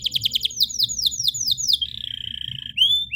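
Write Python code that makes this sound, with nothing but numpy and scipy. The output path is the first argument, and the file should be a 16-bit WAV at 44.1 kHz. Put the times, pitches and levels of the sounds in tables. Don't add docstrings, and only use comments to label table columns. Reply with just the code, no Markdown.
import sys
import numpy as np
from scipy import signal
from scipy.fft import rfft, irfft, next_fast_len
from scipy.io import wavfile
from scipy.ndimage import uniform_filter1d, map_coordinates

SR = 44100
rng = np.random.default_rng(int(sys.argv[2]) if len(sys.argv) > 2 else 0)


def store_wav(level_fs):
    pcm = np.round(np.clip(np.atleast_2d(level_fs), -1, 1) * 32767)
    wavfile.write(sys.argv[1], SR, pcm.T.astype(np.int16))


N = 138915
TOP_HZ = 15900

# [f/Hz, relative level/dB]
RUMBLE_SPECTRUM = [(18, -58), (30, -36), (40, -14.5), (53, -3.5), (70, -3.5), (87, -13.5), (118, 1.5),
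                   (135, -2), (157, -14), (221, -7.5), (279, -15), (295, -20), (322, -36.5), (420, -44),
                   (550, -74.5), (920, -120)]
RUMBLE_DB = -46
# [f/Hz, level/dB, waver rate/(knots per s)]
ENGINE_NOTES = [(68, -50, 6), (119, -54, 10)]
# [f/Hz, relative level/dB]
RUSH_LEVEL = [(0, -64.5), (.5, -71.5), (.8, -89), (1.8, -93), (2, -72.5), (2.7, -85.5), (2.8, -99)]
RUSH_SPECTRUM = [(280, -2.8), (500, -4), (700, -12.5), (1000, -6), (1300, -14.5), (1600, -24), (1700, -90)]
# [f/Hz, relative level/dB]
HISS_SPECTRUM = [(300, -7.5), (450, 7), (700, -20.5), (1000, -4), (1400, -48), (2100, -6), (5000, -25),
                 (15000, -42.5)]
HISS_DB, HISS_PATCHY_DB = -72, 10
# [start t/s, length/s, f/Hz, level/dB]
HOOT_NOTES = [(0, 0.38, 504, -57), (0.352, 0.32, 433.5, -58.5), (0.549, 0.16, 385, -59),
              (0.723, 0.17, 526, -69.5), (0.737, 0.19, 430, -62.5), (0.876, 0.16, 511, -55.5),
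              (1.046, .1, 454, -62.5), (1.13, .07, 513, -67)]
HOOT_OCTAVE_DB = -22.5

# [delay t/s, level/dB]
WALL_ECHOES = [(.007, -18), (.027, -27.5), (.044, -24), (.085, -40)]
WALL_SMEAR_S = .012
# [f/Hz, t/s]
TAIL_DECAY = [(1500, 0.12), (3500, 0.44), (6000, 0.34), (12000, 0.6)]
TAIL_DB = -22.5
# [f/Hz, level/dB]
ECHO_COLOUR = [(1000, -9), (5000, 4.27), (8000, 0), (16000, -4)]

# [t/s, click level/dB, f/Hz, level of the low note/dB]
TRILL_BEATS = [(1.8553, -20, 3340, -78), (1.8846, -20, 3530, -70), (1.9127, -20.5, 3480, -64),
               (1.943, -18.5, 3370, -64), (1.9744, -17.5, 3396, -70), (2.0061, -17.5, 3270, -62),
               (2.0395, -15, 3240, -52.5), (2.0726, -16, 3160, -46), (2.1058, -17, 3097, -44),
               (2.1385, -16, 3086, -45), (2.1733, -19.5, 3120, -43.5), (2.2054, -18.5, 3110, -41),
               (2.2398, -17.5, 3010, -44), (2.2727, -16.5, 3053, -46), (2.3069, -19, 3106, -44.5),
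               (2.3411, -17, 3027, -42.5), (2.3749, -18.5, 3057, -42.5), (2.411, -16.5, 3046, -42.5),
               (2.4432, -16.5, 3090, -45.5), (2.479, -16.5, 3120, -43.5), (2.5146, -17, 3038, -47.5),
               (2.5505, -20.5, 2920, -43), (2.5856, -19, 3110, -43.5), (2.6211, -20.5, 3030, -39),
               (2.657, -18.5, 3060, -41), (2.6931, -19.5, 3080, -41)]
CLICK_UP_S, CLICK_DOWN_S, CLICK_LEAD_S = .0039, .0039, .0015
CLICK_SWEEP, CLICK_RICH_DB = .13, -12.5
# [start t/s, end t/s]
SETTLE_S = (1.98, 2.1)
OPEN_SHORTER, OPEN_SWEEP, OPEN_DOUBLE_DB = .45, .22, -4.5
# [delay t/s, length/s, start f/Hz, end f/Hz, level over the low note/dB]
AFTER_NOTES = [(0.003385, 0.0087, 1886, 1680, 1), (0.016, 0.019, 1620, 1800, -6.5),
               (.004, 0.0086, 3600, 2300, 7.5)]
# [f/Hz, relative level/dB]
BUZZ_SPECTRUM = [(1500, -49), (1700, 3), (2300, -1), (3200, 7.5), (3800, -2.5), (4500, -38.5), (5700, -9.5),
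                 (6400, -44), (7200, -7.5), (9000, -24.5), (14000, -20.5), (16500, -32)]
BUZZ_DB = -27

# [t/s, f/Hz, level/dB]
CHIRP_CONTOUR = [(.209, 6900, -55), (.213, 6900, -44), (.2219, 6940, -28), (.2238, 6800, -31),
                 (.2265, 6400, -50), (.2335, 5500, -33), (.2361, 5200, -39), (.2383, 4980, -23),
                 (.2422, 4670, -22), (.2453, 4470, -40), (.2467, 4380, -28), (.25, 4140, -20),
                 (.253, 3850, -25), (.2568, 3530, -11.5), (.2592, 3350, -19), (.2627, 3150, -9.5),
                 (.2645, 3050, -15), (.266, 2950, -24), (.2678, 2750, -25), (.2705, 2350, -36),
                 (.273, 2050, -42), (.275, 1900, -58)]
# [shift t/s, change of level/dB]
CHIRP_REPEATS = [(-.292, -1.8), (-.1945, -2.2), (-.0973, -1.1), (0, 0), (0.0996, -0.4), (0.1946, -1)]
# [t/s, f/Hz, level/dB]
FALL_CONTOURS = [
    [(0.498, 7300.0, -55), (0.507, 6740.0, -34.5), (0.5115, 6680.0, -26.5), (0.5176, 6650.0, -46),
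     (0.527, 6600.0, -30.5), (0.5304, 6570.0, -49), (0.5351, 6510.0, -35), (0.5613, 6170.0, -42),
     (0.5683, 6120.0, -29.5), (0.5844, 5920.0, -28), (0.6028, 5260.0, -30.5), (0.6075, 5020.0, -14),
     (0.6115, 4790.0, -17), (0.6199, 4340.0, -18), (0.6215, 4260.0, -29), (0.6243, 4130.0, -9.5),
     (0.6288, 3940.0, -14), (0.6331, 3800.0, -18), (0.6381, 3660.0, -12.5), (0.6407, 3600.0, -28),
     (0.6435, 3510.0, -18), (0.65, 3200.0, -42.5)],
    [(0.678, 7030.0, -54), (0.71, 6800.0, -24.5), (0.7227, 6540.0, -40), (0.7253, 6480.0, -62),
     (0.7295, 6370.0, -32), (0.7339, 6250.0, -43), (0.7458, 5970.0, -22), (0.751, 5870.0, -36),
     (0.7632, 5680.0, -24), (0.783, 5420.0, -54), (0.791, 5280.0, -22), (0.8077, 4830.0, -16.5),
     (0.8107, 4730.0, -25), (0.8206, 4380.0, -18.5), (0.8233, 4280.0, -41), (0.8255, 4200.0, -14.5),
     (0.8289, 4070.0, -14.5), (0.8361, 3810.0, -19.5), (0.8411, 3630.0, -11), (0.8434, 3550.0, -18.5),
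     (0.8461, 3450.0, -17), (0.8483, 3360.0, -26.5), (0.8494, 3320.0, -32), (0.856, 3000.0, -57)],
    [(0.886, 6950.0, -35), (0.8935, 6970.0, -31), (0.9177, 6790.0, -22), (0.9289, 6680.0, -33.5),
     (0.9377, 6590.0, -25.5), (0.9624, 6240.0, -45.5), (0.9733, 6040.0, -24), (0.9809, 5900.0, -38),
     (0.9914, 5710.0, -18), (1.0081, 5410.0, -31.5), (1.0155, 5280.0, -32.5), (1.029, 5010.0, -19),
     (1.0338, 4900.0, -44), (1.0366, 4820.0, -20), (1.0402, 4730.0, -18.5), (1.0466, 4520.0, -44),
     (1.049, 4440.0, -27), (1.0561, 4160.0, -14), (1.0627, 3890.0, -20.5), (1.069, 3630.0, -9.5),
     (1.0754, 3390.0, -22.5), (1.0775, 3330.0, -20.5), (1.0811, 3250.0, -30), (1.085, 3220.0, -45)],
    [(1.108, 7070.0, -50), (1.1176, 6950.0, -33.5), (1.1432, 6830.0, -24), (1.1561, 6630.0, -36.5),
     (1.1612, 6530.0, -28), (1.1752, 6210.0, -45.5), (1.1835, 6030.0, -22), (1.1886, 5930.0, -50),
     (1.1987, 5750.0, -18.5), (1.2342, 5310.0, -36.5), (1.2449, 5110.0, -20), (1.2529, 4910.0, -27),
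     (1.2562, 4810.0, -15.5), (1.2624, 4600.0, -33), (1.2648, 4510.0, -40), (1.2673, 4410.0, -19.5),
     (1.2694, 4330.0, -34), (1.2735, 4150.0, -13), (1.2794, 3890.0, -21), (1.2859, 3610.0, -11.5),
     (1.2919, 3370.0, -17), (1.2956, 3250.0, -40), (1.2977, 3190.0, -31.5), (1.299, 3150.0, -59)],
    [(1.338, 6900.0, -48.5), (1.3474, 7000.0, -27.5), (1.3664, 6900.0, -26), (1.3997, 6380.0, -32.5),
     (1.4135, 6120.0, -17), (1.4215, 5960.0, -35.5), (1.4333, 5750.0, -18), (1.4385, 5660.0, -42),
     (1.45, 5480.0, -29.5), (1.4686, 5210.0, -24.5), (1.4863, 4850.0, -18), (1.4924, 4670.0, -21.5),
     (1.4942, 4610.0, -41), (1.5034, 4270.0, -16), (1.5069, 4130.0, -17.5), (1.5127, 3900.0, -36),
     (1.5158, 3780.0, -10.5), (1.5202, 3640.0, -18.5), (1.5233, 3560.0, -12.5), (1.5262, 3520.0, -16.5),
     (1.5303, 3520.0, -44), (1.5336, 3590.0, -37), (1.5339, 3600.0, -31), (1.534, 3600.0, -64)],
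    [(1.574, 7010.0, -47), (1.5784, 6950.0, -35.5), (1.6088, 6780.0, -21.5), (1.622, 6560.0, -32),
     (1.6427, 6060.0, -19), (1.6454, 6000.0, -21.5), (1.648, 5930.0, -36), (1.6568, 5740.0, -22),
     (1.6688, 5510.0, -39), (1.6745, 5410.0, -25.5), (1.6838, 5250.0, -27), (1.6932, 5080.0, -13.5),
     (1.6988, 4960.0, -24), (1.7036, 4840.0, -10.5), (1.7085, 4710.0, -18.5), (1.7157, 4470.0, -30.5),
     (1.7233, 4170.0, -14), (1.7287, 3940.0, -28), (1.7366, 3610.0, -9), (1.7441, 3340.0, -17.5),
     (1.7487, 3240.0, -18), (1.7542, 3230.0, -43), (1.7549, 3240.0, -40), (1.755, 3240.0, -35)],
]
# [t/s, f/Hz, level/dB]
PIP_CONTOUR = [(1.809, 3340, -50), (1.816, 3320, -31), (1.82, 3160, -17), (1.8245, 3160, -21),
               (1.828, 3265, -17.5), (1.831, 3140, -17.5), (1.834, 3294, -25), (1.838, 3180, -25.5),
               (1.842, 3180, -43)]
RISE_CONTOUR = [(2.758, 2020, -58), (2.782, 2800, -21), (2.788, 2880, -18.5), (2.7938, 2785, -19.5),
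                (2.8, 2880, -24.5), (2.8187, 3088, -10), (2.8311, 3127, -15), (2.8642, 3325, -16),
                (2.8717, 3340.0, -22), (2.8741, 3360, -16.5), (2.8762, 3290, -24), (2.8781, 3350, -25.5),
                (2.882, 3330, -27.5), (2.8837, 3350, -16), (2.8854, 3374, -29), (2.8876, 3390, -23.5),
                (2.8895, 3420, -29.5), (2.891, 3470, -22.5), (2.9027, 3430, -18), (2.9148, 3460, -14.5),
                (2.9182, 3515, -18.5), (2.9289, 3501, -16), (3.0089, 3539, -26), (3.0235, 3555, -24),
                (3.0307, 3583, -26.5), (3.042, 3573, -30), (3.0509, 3607, -35.5), (3.058, 3630, -55.5)]
LAST_CONTOUR = [(3.097, 1922, -64), (3.12, 2434, -35.5), (3.13, 2570, -33), (3.138, 2740, -22),
                (3.16, 2763, -22)]
# [multiple of the fundamental, relative level/dB]
OVERTONES = [(2, -30.5), (3, -23.5), (4, -26.5), (5, -27.5)]
# [f/Hz, level/dB]
BEAK_COLOUR = [(3000, 11), (6000, -0.5), (8000, 2.1), (10500, -4.1), (12500, -2.5), (15000, 8),
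               (16500, -4.5)]
CHIRP_RICH_DB, FALL_RICH_DB, PIP_RICH_DB, RISE_RICH_DB, RISE_TILT_DB = 2.5, 1.55, -16, -2, -4.5
FLUTTER_DB, FLUTTER_RATE = 4.5, 91.2
SMOOTH_S = .06
OVERTONE_ROUGH, OVERTONE_FADE = 1.3, .3
OVERTONES_WAKE_DB = -25
# [f/Hz, relative level/dB]
BREATH_SPECTRUM = [(1800, -40.5), (4000, -12), (6500, -15.5), (8000, -8), (12000, -3.5), (15000, -2.8),
                   (16500, 7)]
BREATH_DB = -13
BREATHY_HZ_PER_S = 20000


def amp(db):
    return 10 ** (np.asarray(db) / 20)


def unit(x):
    return x / np.sqrt(np.mean(x ** 2) + 1e-20)


def along(points, hz):
    f, v = np.transpose(points)
    return np.interp(np.log(hz + 1), np.log(f + 1), v)


def wobble(rate, size):
    knots = rng.standard_normal(int(size * rate / SR) + 4)
    return map_coordinates(knots, [np.arange(size) * rate / SR])


def filtered(x, response, size=N):
    m = next_fast_len(size + SR // 2)
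    hz = np.fft.rfftfreq(m, 1 / SR)
    return irfft(rfft(x, m) * response(hz), m)[..., :size]


def noise(spectrum, patchy_db):
    z = signal.stft(rng.standard_normal(N), nperseg=2048)[2]
    field = uniform_filter1d(rng.standard_normal(z.shape), 3, 0)
    field = uniform_filter1d(field, 3, 1)
    x = signal.istft(z * amp(patchy_db * unit(field)), nperseg=2048)[1][:N]
    return unit(filtered(x, lambda hz: amp(along(spectrum, hz)) * (hz > spectrum[0][0])))


def add(track, s, piece):
    i = round(s * SR)
    piece, i = piece[max(-i, 0):], max(i, 0)
    track[i:i + len(piece)] += piece[:max(len(track) - i, 0)]


def blip(length, start_hz, end_hz, rise, bend=1):
    u = np.linspace(0, 1, max(round(length * SR), 8))
    peak = np.clip(rise, .05, .95)
    shape = np.interp(u, [0, peak, 1], [0, 1, 0]) * signal.windows.tukey(len(u), .4)
    pitch = start_hz + (end_hz - start_hz) * u ** bend
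    return uniform_filter1d(shape, size=len(u) // 7 + 1), 2 * np.pi * np.cumsum(pitch) / SR


def traffic():
    sound = amp(RUMBLE_DB) * noise(RUMBLE_SPECTRUM, patchy_db=5)
    for hz, db, rate in ENGINE_NOTES:
        gain = amp(db + 2.9 * wobble(rate, size=N))
        pitch = hz + 3.5 * wobble(rate, size=N)
        sound += gain * np.sin(2 * np.pi * np.cumsum(pitch) / SR)
    rush_db = np.interp(np.arange(N) / SR, *np.transpose(RUSH_LEVEL))
    return sound + amp(rush_db) * noise(RUSH_SPECTRUM, patchy_db=13.5)


def hiss():
    return amp(HISS_DB) * noise(HISS_SPECTRUM, HISS_PATCHY_DB)


def hoots():
    far = np.zeros(N)
    for s, length, hz, db in HOOT_NOTES:
        shape, phase = blip(length, hz * 1.01, hz * .99, rise=.22)
        phase += .96 * wobble(25, size=len(shape))
        gain = amp(db + 3 * wobble(18, size=len(shape))) * np.sqrt(shape)
        add(far, s, gain * (np.sin(phase) + amp(HOOT_OCTAVE_DB) * np.sin(2 * phase)))
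    return far


def yard_response():
    hz, t, z = signal.stft(rng.standard_normal(SR // 2), SR, nperseg=256)
    decay = amp(-60 * t / along(TAIL_DECAY, hz)[:, None])
    tail = signal.istft(z * decay, SR, nperseg=256)[1]
    response = np.pad(amp(TAIL_DB) * tail / np.linalg.norm(tail), (150, 0))
    smear = int(WALL_SMEAR_S * SR)
    for delay, db in WALL_ECHOES:
        burst = unit(rng.standard_normal(smear) * np.linspace(1, .1, smear))
        add(response, delay, amp(db) * burst / np.sqrt(smear))
    return response


def yard(x):
    wet, step = np.zeros(len(x)), SR // 5
    for centre in range(0, len(x) + step, step):
        response = yard_response()
        start, end = max(centre - step, 0), min(centre + step, len(x))
        nearness = 1 - abs(np.arange(start, end) - centre) / step
        piece = x[start:end] * np.clip(nearness, 0, 1) ** .5
        add(wet, start / SR, signal.fftconvolve(piece, response))
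    return filtered(wet, lambda hz: amp(along(ECHO_COLOUR, hz)), size=len(x))


def trill():
    song, air = np.zeros(N), np.zeros(N)
    for s, db, hz, low_db in TRILL_BEATS:
        opening = np.interp(s, SETTLE_S, [1, 0])
        shorter = 1 - OPEN_SHORTER * opening
        length = (CLICK_UP_S + CLICK_DOWN_S) * shorter
        sweep = CLICK_SWEEP + OPEN_SWEEP * opening
        rise = CLICK_UP_S / (CLICK_UP_S + CLICK_DOWN_S)
        shape, phase = blip(length, hz * (1 - sweep * 1.3), hz * (1 + sweep * .5), rise, bend=.3)
        tone = np.sin(phase)
        for k, over_db in OVERTONES[:3]:
            tone += amp(over_db + CLICK_RICH_DB) * wobble(1000, size=len(shape)) * np.sin(k * phase)
        click = amp(db) * shape * tone
        add(song, s - CLICK_LEAD_S * shorter, click)
        add(song, s + .0015, click * amp(OPEN_DOUBLE_DB) * opening)
        for delay, after_s, start_hz, end_hz, after_db in AFTER_NOTES:
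            ends_hz = np.multiply([start_hz, end_hz], rng.normal(1, .03, 2))
            shape, phase = blip(after_s, *ends_hz, rise=.35)
            gain = amp(low_db + after_db + rng.normal(0, 1.4))
            add(song, s + delay, gain * shape * np.sin(phase + rng.uniform(0, 2 * np.pi)))
        puff = blip(.04, 1, 1, rise=.066)[0]
        add(air, s, amp(db + BUZZ_DB) * puff)
    return song + air * noise(BUZZ_SPECTRUM, patchy_db=7)


def sung_notes():
    notes = [(np.add(CHIRP_CONTOUR, [shift, 0, db]), CHIRP_RICH_DB, 0) for shift, db in CHIRP_REPEATS]
    notes += [(fall, FALL_RICH_DB, 0) for fall in FALL_CONTOURS]
    notes += [(PIP_CONTOUR, PIP_RICH_DB, 0)]
    return notes + [(rise, RISE_RICH_DB, RISE_TILT_DB) for rise in (RISE_CONTOUR, LAST_CONTOUR)]


def whistles(lead):
    song, effort = np.zeros(N + lead), np.zeros(N)
    for contour, rich_db, tilt_db in sung_notes():
        s, hz, db = np.transpose(contour)
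        t = np.arange(s[0], s[-1], 1 / SR)
        pitch = uniform_filter1d(np.interp(t, s, hz), size=len(t) // 14, mode="nearest")
        gain = amp(np.interp(t, s, db)) * signal.windows.tukey(len(t), .04)
        gain = uniform_filter1d(gain, size=60)
        drive = uniform_filter1d(gain, int(SMOOTH_S * SR), mode="constant")
        phase = 2 * np.pi * np.cumsum(pitch) / SR
        tone = gain * np.sin(phase)
        glide = abs(np.gradient(pitch)) * SR
        fast = glide / (glide + BREATHY_HZ_PER_S)
        loudest = np.maximum.accumulate(gain) + 1e-6
        rising = hz[-1] > hz[0]
        awake = 1 / (1 + (amp(OVERTONES_WAKE_DB) / loudest) ** 4 * rising)
        for k, over_db in OVERTONES:
            flutter_db = FLUTTER_DB * wobble(FLUTTER_RATE, size=len(t))
            level_db = over_db + rich_db + tilt_db * (k - 2) + flutter_db + along(BEAK_COLOUR, k * pitch)
            grain = awake * (1 + OVERTONE_ROUGH * fast * wobble(600, size=len(t)))
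            strength = np.sqrt(abs(drive * gain)) * abs(drive * 8) ** (OVERTONE_FADE * (k - 2))
            in_band = k * pitch < SR * .45
            tone += strength * grain * amp(level_db) * in_band * np.sin(k * phase)
        add(song, s[0] + lead / SR, np.sqrt(2) * tone)
        add(effort, s[0], drive ** 1.62 * fast)
    song[lead:] += effort * amp(BREATH_DB) * noise(BREATH_SPECTRUM, patchy_db=3)
    return song


def scene():
    background = traffic() + hoots() + hiss()
    lead = SR // 10
    bird = whistles(lead) + np.pad(trill(), (lead, 0))
    return ((bird + yard(bird))[lead:] + background)[None]


def record(dry):
    return filtered(dry, lambda hz: hz < TOP_HZ)


dry = scene()
out = record(dry)
store_wav(out)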